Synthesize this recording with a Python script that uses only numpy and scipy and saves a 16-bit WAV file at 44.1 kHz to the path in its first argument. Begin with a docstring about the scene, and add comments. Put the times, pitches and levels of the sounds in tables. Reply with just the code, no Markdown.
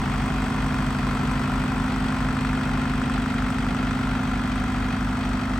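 """A four-cylinder air-cooled diesel tractor crawls across a farm yard at a governed speed.
From the start its exhaust drones as a sum of harmonics, beating slowly against a second, idling engine.
Shaped noise gives the fan's rush and, cylinder by cylinder, injector ticks, block knocks, rattle and puffs;
damped sines give the metal impacts and a loose piston's knock. Rush and puffs are strongest at 1.5 s,
the knock peaks at 2.4 s, and from 2.3 s on the injector ticks are progressively screened."""
import sys
import numpy as np
from scipy import signal
from scipy.fft import rfft, irfft
from scipy.io import wavfile

SR = 44100
rng = np.random.default_rng(int(sys.argv[2]) if len(sys.argv) > 2 else 0)


def dump_mix(stems):
    """Bounce the given channels to the path in sys.argv[1] as a 16-bit WAV at rate SR."""
    frames = np.atleast_2d(stems).T  # one column per channel
    limited = np.clip(frames, -1, 1)  # hard clip at full scale
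    pcm = np.round(limited * 32767).astype(np.int16)
    wavfile.write(sys.argv[1], SR, pcm)


N = 246519
TIME = np.arange(N) / SR
FREQS = np.fft.rfftfreq(N, 1 / SR) + 1e-6  # the offset avoids division by zero

# One engine cycle is two crank turns; a place in the cycle runs from 0 to 1.
# Crank speed as the governor hunts about its setting: t/s, speed/(rev/min)
CRANK_SPEED = [(0.0, 1475.7), (0.62, 1493.3), (1.12, 1464.1), (1.78, 1492.4), (1.92, 1476.6),
               (2.64, 1474.6), (2.78, 1484.4), (3.77, 1476.1), (4.07, 1487), (4.71, 1468.3), (5.59, 1479.4)]
# Exhaust harmonics: order [multiples of the cycle rate], peak level/dB at start, middle and end
EXHAUST_ORDERS = [(4, -29.5, -31.3, -31.5), (6, -45, -48, -47), (7, -47, -50, -60), (8, -34, -34, -32.5),
                  (9, -38, -46, -49), (10, -40, -39, -43), (11, -38, -40.5, -43.5), (12, -32, -33, -39),
                  (14, -42, -48, -58), (15, -40, -39, -40), (16, -34.5, -35.5, -33.5), (17, -36, -34, -34),
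                  (18, -36, -38, -40), (19, -31, -30.3, -31.5), (20, -48, -46, -44), (21, -29, -25.8, -28),
                  (22, -44, -49, -53), (23, -55, -51, -48), (25, -50, -54, -62), (26, -52, -49, -56),
                  (28, -58, -54, -47), (30, -57, -50, -60), (32, -48, -50, -49), (50, -54, -54, -55),
                  (60, -47, -49, -50)]
# Harmonics of the idling engine: order [multiples of its cycle rate], peak level/dB at start, middle, end
IDLER_ORDERS = [(6, -33.3, -33.8, -33.8), (7, -44, -45, -45), (9, -36, -36, -36), (12, -44, -44, -44),
                (15, -51, -53, -51), (17, -44, -47, -45), (18, -35, -35.5, -34), (21, -43, -43, -45),
                (22, -43, -45, -48), (24, -49, -49, -55), (56, -53, -53, -54)]
IDLER_RPM = 900
# Silencers: delay [cycles], dispersion [turns per squared order above the firing order]
TRACTOR_SILENCER = (.334, .1105)
IDLER_SILENCER = (.728, .0455)
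# Pipe boom, slightly sharp so that it drifts against the idler: centre [order], half-width [orders], shift f/Hz
PIPE_BOOM = (11.5, 1.5, .085)

# Cylinders in firing order: place [cycles], relative level/dB of injector, combustion, valve rattle
CYLINDER_BLOWS = [(.178, 1, 0, -1.5), (.43, -3.5, -.5, 0), (.682, 0, .5, .5), (.935, -4, -1.5, -3)]
# Noise spectra of air rush, exhaust puffs, block, injectors, valve gear: f/Hz, relative level/dB per Hz
FAN_SPECTRUM = [(20, -32), (45, -30), (90, -9.5), (150, 6), (270, 1.5), (350, -5.5), (550, -7),
                (1000, -2.5), (1400, -5), (2200, -9.5), (3800, -20.5), (6500, -32.5), (8500, -29.5),
                (10500, -54), (15500, -46)]
GAS_SPECTRUM = [(150, -25), (290, 0), (420, -1), (530, -5), (800, -25), (2000, -60)]
BLOCK_SPECTRUM = [(200, -7), (300, 2), (450, -7), (590, -8), (740, 5.5), (930, -6), (1170, -5.5), (1370, 3),
                  (1650, -10.5), (2100, -10), (2900, -22), (4200, -25), (6500, -19.5), (12000, -80)]
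INJECTOR_SPECTRUM = [(1500, -22), (3200, -9), (4700, 0.5), (5200, 7.5), (6000, 10.5), (6700, -21),
                     (7300, 5.5), (7800, 12.5), (8400, 8.5), (9300, 2.5), (10300, -14), (15500, 0.5)]
VALVE_SPECTRUM = [(1000, -25), (1900, 6), (2300, 2), (2510, 7), (2750, -0.5), (3250, -4.5), (3700, -6),
                  (4200, -5), (4750, -7), (6500, -25), (12000, -58)]

# Bonnet panels and fins that sing along: f/Hz, bandwidth f/Hz, level/dB at five evenly spaced moments
PANEL_MODES = [(740, 12, -51, -51, -55, -56, -53), (795, 12, -51, -52, -58, -57, -54),
               (1043, 18, -45.5, -45, -50, -50, -52), (1375, 80, -50, -43, -50, -43.5, -43),
               (2500, 90, -49.5, -53, -51, -55, -58), (3200, 300, -55, -58, -60, -55, -57),
               (4500, 400, -56, -60, -60, -64, -66)]
# Impacts of pistons, valves, gears: place [cycles], ring f/Hz, decay t/s, level/dB at four even moments
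METAL_IMPACTS = [(0.03, 910.0, 0.0007, -47.0, -57.0, -57.0, -57.0),
                 (0.195, 1100.0, 0.0007, -49.0, -49.0, -51.0, -53.0),
                 (0.205, 3300.0, 0.003, -60.0, -63.0, -63.0, -61.0),
                 (0.21, 2050.0, 0.0012, -52.0, -56.0, -55.0, -54.0),
                 (0.235, 1210.0, 0.0007, -48.0, -50.0, -49.0, -47.0),
                 (0.245, 1050.0, 0.002, -47.0, -51.0, -57.0, -57.0),
                 (0.26, 1690.0, 0.0012, -60.0, -54.0, -58.0, -50.0),
                 (0.445, 3300.0, 0.003, -62.0, -60.0, -58.0, -68.0),
                 (0.455, 830.0, 0.0007, -59.0, -59.0, -49.0, -59.0),
                 (0.455, 1270.0, 0.0007, -49.0, -48.0, -58.0, -58.0),
                 (0.46, 2730.0, 0.0004, -54.0, -64.0, -61.0, -64.0),
                 (0.47, 1460.0, 0.002, -55.0, -56.0, -47.0, -56.0),
                 (0.475, 910.0, 0.002, -48.0, -49.0, -57.0, -57.0),
                 (0.48, 2600.0, 0.003, -55.0, -65.0, -56.0, -65.0),
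                 (0.485, 1950.0, 0.003, -51.0, -60.0, -53.0, -57.0),
                 (0.49, 1270.0, 0.003, -46.0, -46.0, -55.0, -45.0),
                 (0.535, 680.0, 0.002, -50.0, -60.0, -51.0, -59.0),
                 (0.69, 3150.0, 0.003, -55.0, -60.0, -57.0, -61.0),
                 (0.705, 1330.0, 0.0012, -47.0, -51.0, -50.0, -50.0),
                 (0.72, 790.0, 0.0007, -58.0, -48.0, -58.0, -58.0),
                 (0.72, 1540.0, 0.0007, -51.0, -52.0, -56.0, -49.0),
                 (0.72, 2150.0, 0.003, -52.0, -61.0, -52.0, -60.0),
                 (0.73, 870.0, 0.0012, -44.0, -52.0, -51.0, -50.0),
                 (0.76, 1460.0, 0.0007, -48.0, -50.0, -48.0, -57.0),
                 (0.785, 830.0, 0.0007, -57.0, -47.0, -57.0, -57.0),
                 (0.79, 1770.0, 0.0007, -54.0, -59.0, -59.0, -50.0),
                 (0.83, 1000.0, 0.0012, -50.0, -52.0, -59.0, -59.0),
                 (0.86, 720.0, 0.002, -57.0, -53.0, -52.0, -50.0),
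                 (0.955, 1460.0, 0.0004, -46.0, -50.0, -47.0, -52.0),
                 (0.96, 2860.0, 0.0007, -57.0, -67.0, -62.0, -67.0),
                 (0.98, 1000.0, 0.0007, -52.0, -59.0, -49.0, -59.0),
                 (0.985, 1690.0, 0.0007, -53.0, -58.0, -61.0, -52.0)]
# Standard deviations between cycles: strength/dB, ring pitch [fraction], direct phase [rad]
IMPACT_SCATTER_DB, IMPACT_DETUNE, IMPACT_SMEAR = 1., .018, .35
# Knock of the loose piston, loudest while its cylinder faces the listener: t/s, level/dB
KNOCK_LEVEL = [(0, -47), (.8, -47), (1.6, -44), (2.4, -41.8), (3.2, -43), (4, -44.8), (4.8, -48),
               (5.59, -48)]
KNOCK_PLACE, KNOCK_START_HZ, KNOCK_END_HZ = .1965, 2700, 1390
KNOCK_FALL_S, KNOCK_DECAY_S = .0005, .00064

# Layer levels/dB, before the changes over time
GAS_DB, FAN_DB = -44.5, -33.5
COMBUSTION_DB, VALVE_DB, INJECTOR_DB = -40, -44.5, -50.5
# The tractor swings past: the rush is SWING_DB weaker SWING_S before or after it is side-on
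SIDE_ON_S, SWING_S, SWING_DB = 1.5, 2.5, 0.9
# Block and valves drift in level as the tractor turns; the injectors are screened once it has turned
BLOCK_DB_PER_S, VALVE_DB_PER_S = 0.25, -0.03
SCREENED_S, SCREEN_DB_PER_S = 2.3, 1.1

# Stereo spread of the scattered sound: f/Hz, side minus mid level/dB
SIDE_SPECTRUM = [(50, -2), (250, -14.5), (500, -10), (1000, -9.5), (2000, -8), (4000, -2.5), (8000, -14),
                 (13000, -15)]
# Channel balance: f/Hz, left minus right level/dB
CHANNEL_BALANCE = [(120, 0.5), (250, -1), (380, 1), (700, -0.5), (1290, 3.5), (2380, 0), (4400, 1.5),
                   (8120, 0.5)]
LEFT_LEAD_S = .000022
# Narrow treble dips: f/Hz, full width between 1/e points f/Hz, depth [0-1]
TREBLE_DIPS = [(2270, 160, .25), (2800, 260, .2), (5020, 190, .58), (5670, 190, .64), (6370, 220, .4)]
TOP_HZ = 15800


def undb(db):
    """Level definition: an amplitude ratio is 10 to the power of level/20."""
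    return 10 ** (np.asarray(db) / 20)


def unit(x):
    """Normalisation: scale to an rms value of 1."""
    return x / np.sqrt(np.mean(x ** 2))


def curve(table):
    """Linear interpolation of a two-column timed table at every sample."""
    s, values = np.transpose(table)
    return np.interp(TIME, s, values)


def passing(db):
    """Gain interpolated in dB through levels evenly spaced from start to end."""
    return undb(np.interp(TIME, np.linspace(0, TIME[-1], len(db)), db))


def colour(x, points):
    """Linear filtering: multiply the spectrum by a gain drawn through (f/Hz, level/dB) points."""
    hz, db = np.transpose(points)
    gain = undb(np.interp(np.log(FREQS), np.log(hz), db))
    return irfft(rfft(x) * gain, N)


def resonate(x, hz, width):
    """Forced vibration: the response of a damped resonance to a driving signal."""
    response = 1 / (1 + 1j * (FREQS ** 2 - hz ** 2) / (FREQS * width))
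    return irfft(rfft(x) * response, N)


def walk(rate):
    """Slow random fluctuation: interpolated normal values, rate per second, with a spread near 0.7."""
    return 0.85 * np.interp(TIME * rate, np.arange(256), rng.standard_normal(256))


def since_blow(cycle, place):
    """Periodicity: number of the latest blow and its age in seconds at the mean cycle period."""
    count, part = np.divmod(cycle - place + 1, 1)
    return count.astype(int), part * TIME[-1] / cycle[-1]


def blows(cycle, place, decay_s, rise_s, scatter_db):
    """Transient excitation: a rising and decaying blow once a cycle, of randomly varying strength."""
    count, age = since_blow(cycle, place)
    size = undb(scatter_db * rng.standard_normal(128))[count]
    return size * (1 - np.exp(-age / rise_s)) * np.exp(-age / decay_s)


def rattle(cycle, repeat, change_s, size=3600, count=12):
    """Partial coherence: noise of which a power share repeats each cycle, in a slowly shifting pattern."""
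    place = (cycle % 1 * size).astype(int)
    pattern = np.zeros((2, N))  # direct and scattered sound
    for k, shape in enumerate(rng.standard_normal((count, 2, size))):
        distance = TIME / change_s - k
        near = abs(distance) < 1
        # equal-power crossfade between successive patterns
        pattern[:, near] += np.cos(np.pi / 2 * distance[near]) * shape[:, place[near]]
    return np.sqrt(repeat) * pattern + np.sqrt(1 - repeat) * rng.standard_normal((2, N))


def drone(cycle, orders, firing_order, silencer, waver_db, waver_turns, waver_rate, sharp_hz=0):
    """Fourier synthesis: wavering harmonics, with a dispersive pipe delaying the high ones and smearing pulses."""
    delay, dispersion = silencer
    boom_order, boom_width, _ = PIPE_BOOM
    out = np.zeros(N)
    for order, *db in orders:
        above = round(order) - firing_order
        lag = delay * above + dispersion * above ** 2 + waver_turns * walk(waver_rate)
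        boom = np.exp(-((order - boom_order) / boom_width) ** 4)
        drift = sharp_hz * boom * (TIME - 1.2)
        turns = round(order) * cycle - lag + drift
        out += passing(db) * undb(waver_db * walk(waver_rate)) * np.sin(2 * np.pi * turns)
    return out


def exhaust(cycle):
    """Harmonic series: the silenced exhaust sounds at multiples of the engine's cycle rate."""
    return drone(cycle, EXHAUST_ORDERS, firing_order=4, silencer=TRACTOR_SILENCER,
                 waver_db=.6, waver_turns=.012, waver_rate=4, sharp_hz=PIPE_BOOM[2])


def idler():
    """Beating: a second engine at constant speed has harmonics close to those of the exhaust."""
    cycle = TIME * IDLER_RPM / 120 - .034
    return drone(cycle, IDLER_ORDERS, firing_order=6, silencer=IDLER_SILENCER,
                 waver_db=.8, waver_turns=.01, waver_rate=3)


def fan(cycle):
    """Flow noise: cooling air and exhaust gas rush on between the firings."""
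    rush = unit(colour(rattle(cycle, repeat=.28, change_s=1.4), FAN_SPECTRUM))
    return rush * undb(.5 * walk(5))


def panels(cycle):
    """Resonance: the shaking engine keeps bonnet and fins ringing in a few unsteady tones."""
    shake = rattle(cycle, repeat=.4, change_s=.6)
    return sum(passing(db) * unit(resonate(shake, hz, width)) for hz, width, *db in PANEL_MODES)


def gas(cycle):
    """Pulsed flow: each exhaust stroke ends in a dull puff of noise at the mouth of the stack."""
    puffs = sum(blows(cycle, place, decay_s=.018, rise_s=.0026, scatter_db=2.)
                for place, *_ in CYLINDER_BLOWS)
    return unit(colour(puffs * rattle(cycle, repeat=.45, change_s=.8), GAS_SPECTRUM))


def combustion(cycle, delay=.023):
    """Structure-borne sound: each charge ignites just after injection (delay in cycles) and shakes the block."""
    force = sum(undb(db) * blows(cycle, place + delay, decay_s=.02, rise_s=.0008, scatter_db=1.)
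                for place, _, db, _ in CYLINDER_BLOWS)
    return unit(colour(force * rattle(cycle, repeat=.68, change_s=.6), BLOCK_SPECTRUM))


def injectors(cycle):
    """Impact noise: needles and valve gear give a bright, gritty tick for each cylinder."""
    force = sum(undb(db) * blows(cycle, place, decay_s=.0095, rise_s=.0005, scatter_db=1.2)
                for place, db, _, _ in CYLINDER_BLOWS)
    return unit(colour(force * rattle(cycle, repeat=.08, change_s=.9), INJECTOR_SPECTRUM))


def valve_rattle(cycle):
    """Repeated excitation: rockers and cooling fins buzz brightly once a cycle for each cylinder."""
    force = sum(undb(db) * blows(cycle, place, decay_s=.014, rise_s=.0017, scatter_db=3.5)
                for place, _, _, db in CYLINDER_BLOWS)
    return unit(colour(force * rattle(cycle, repeat=.5, change_s=.5), VALVE_SPECTRUM))


def impacts(cycle):
    """Damped free vibration: short metallic rings in fixed order, their scattered sound in any phase."""
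    out = np.zeros((2, N))
    for place, hz, decay_s, *db in METAL_IMPACTS:
        count, age = since_blow(cycle, place)
        size, detune, direct, scattered = rng.standard_normal((128, 4)).T
        envelope = unit(undb(IMPACT_SCATTER_DB * size)[count] * age * np.exp(-age / decay_s))
        phase = np.array([IMPACT_SMEAR * direct, np.pi * scattered])[:, count]
        pitch = hz * (1 + IMPACT_DETUNE * detune[count])
        ring = np.sqrt(2) * np.sin(2 * np.pi * pitch * age + phase)
        out += passing(db) * envelope * ring
    return out


def loose_piston(cycle):
    """Dispersion: a piston strikes its barrel each cycle; high rings arrive first, so the knock falls in pitch."""
    count, age = since_blow(cycle, KNOCK_PLACE)
    strength, detune = rng.standard_normal((128, 2))[count].T
    # integral of a frequency falling exponentially to its end value
    fall = (KNOCK_START_HZ - KNOCK_END_HZ) * KNOCK_FALL_S * (1 - np.exp(-age / KNOCK_FALL_S))
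    turns = KNOCK_END_HZ * age + fall
    ring = np.sin(2 * np.pi * turns * (1 + IMPACT_DETUNE * detune))
    envelope = undb(strength / 4) * age ** 2 * np.exp(-age / KNOCK_DECAY_S)
    return unit(envelope * ring) * undb(curve(KNOCK_LEVEL))


def spread(pair):
    """Interaural difference: direct sound reaches the left first; scattered sound has opposite signs."""
    side = colour(pair[1], SIDE_SPECTRUM)
    direct = rfft(pair[0])
    early = np.exp(1j * np.pi * FREQS * LEFT_LEAD_S)  # half the lead on each channel
    return np.array([irfft(direct * early, N) + side, irfft(direct / early, N) - side])


def scene():
    """Superposition: one crankshaft drives every tractor sound; the other engine keeps its own time."""
    cycle = np.cumsum(curve(CRANK_SPEED)) / (120 * SR)
    swell_db = -SWING_DB * ((TIME - SIDE_ON_S) / SWING_S) ** 2
    screen_db = -SCREEN_DB_PER_S * np.maximum(TIME - SCREENED_S, 0)
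    rush = undb(FAN_DB + swell_db) * fan(cycle)
    # the puffs are the most directional, so they swell and fade the most
    puffs = undb(GAS_DB + 5.3 * swell_db) * gas(cycle)
    knocks = undb(COMBUSTION_DB + BLOCK_DB_PER_S * TIME) * combustion(cycle)
    ticks = undb(INJECTOR_DB + screen_db) * injectors(cycle)
    buzz = undb(VALVE_DB + VALVE_DB_PER_S * TIME) * valve_rattle(cycle)
    wide = rush + panels(cycle) + puffs + knocks + ticks + buzz + impacts(cycle)
    return exhaust(cycle) + idler() + spread(wide) + loose_piston(cycle)


def record(dry):
    """Filtering: the channels differ in balance, the treble has narrow dips and the top is cut steeply."""
    half = np.array(CHANNEL_BALANCE) * [1, .5]  # half the difference goes to each channel
    heard = np.array([colour(dry[0], half), colour(dry[1], half * [1, -1])])
    dips = np.ones(len(FREQS))
    for hz, width, depth in TREBLE_DIPS:
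        dips *= 1 - depth * np.exp(-(2 * (FREQS - hz) / width) ** 2)
    dipped = irfft(rfft(heard) * dips, N)
    top_cut = signal.ellip(8, .2, 70, TOP_HZ, fs=SR, output="sos")  # ripple and stop-band level/dB
    return signal.sosfilt(top_cut, dipped)


dry = scene()
out = record(dry)
dump_mix(out)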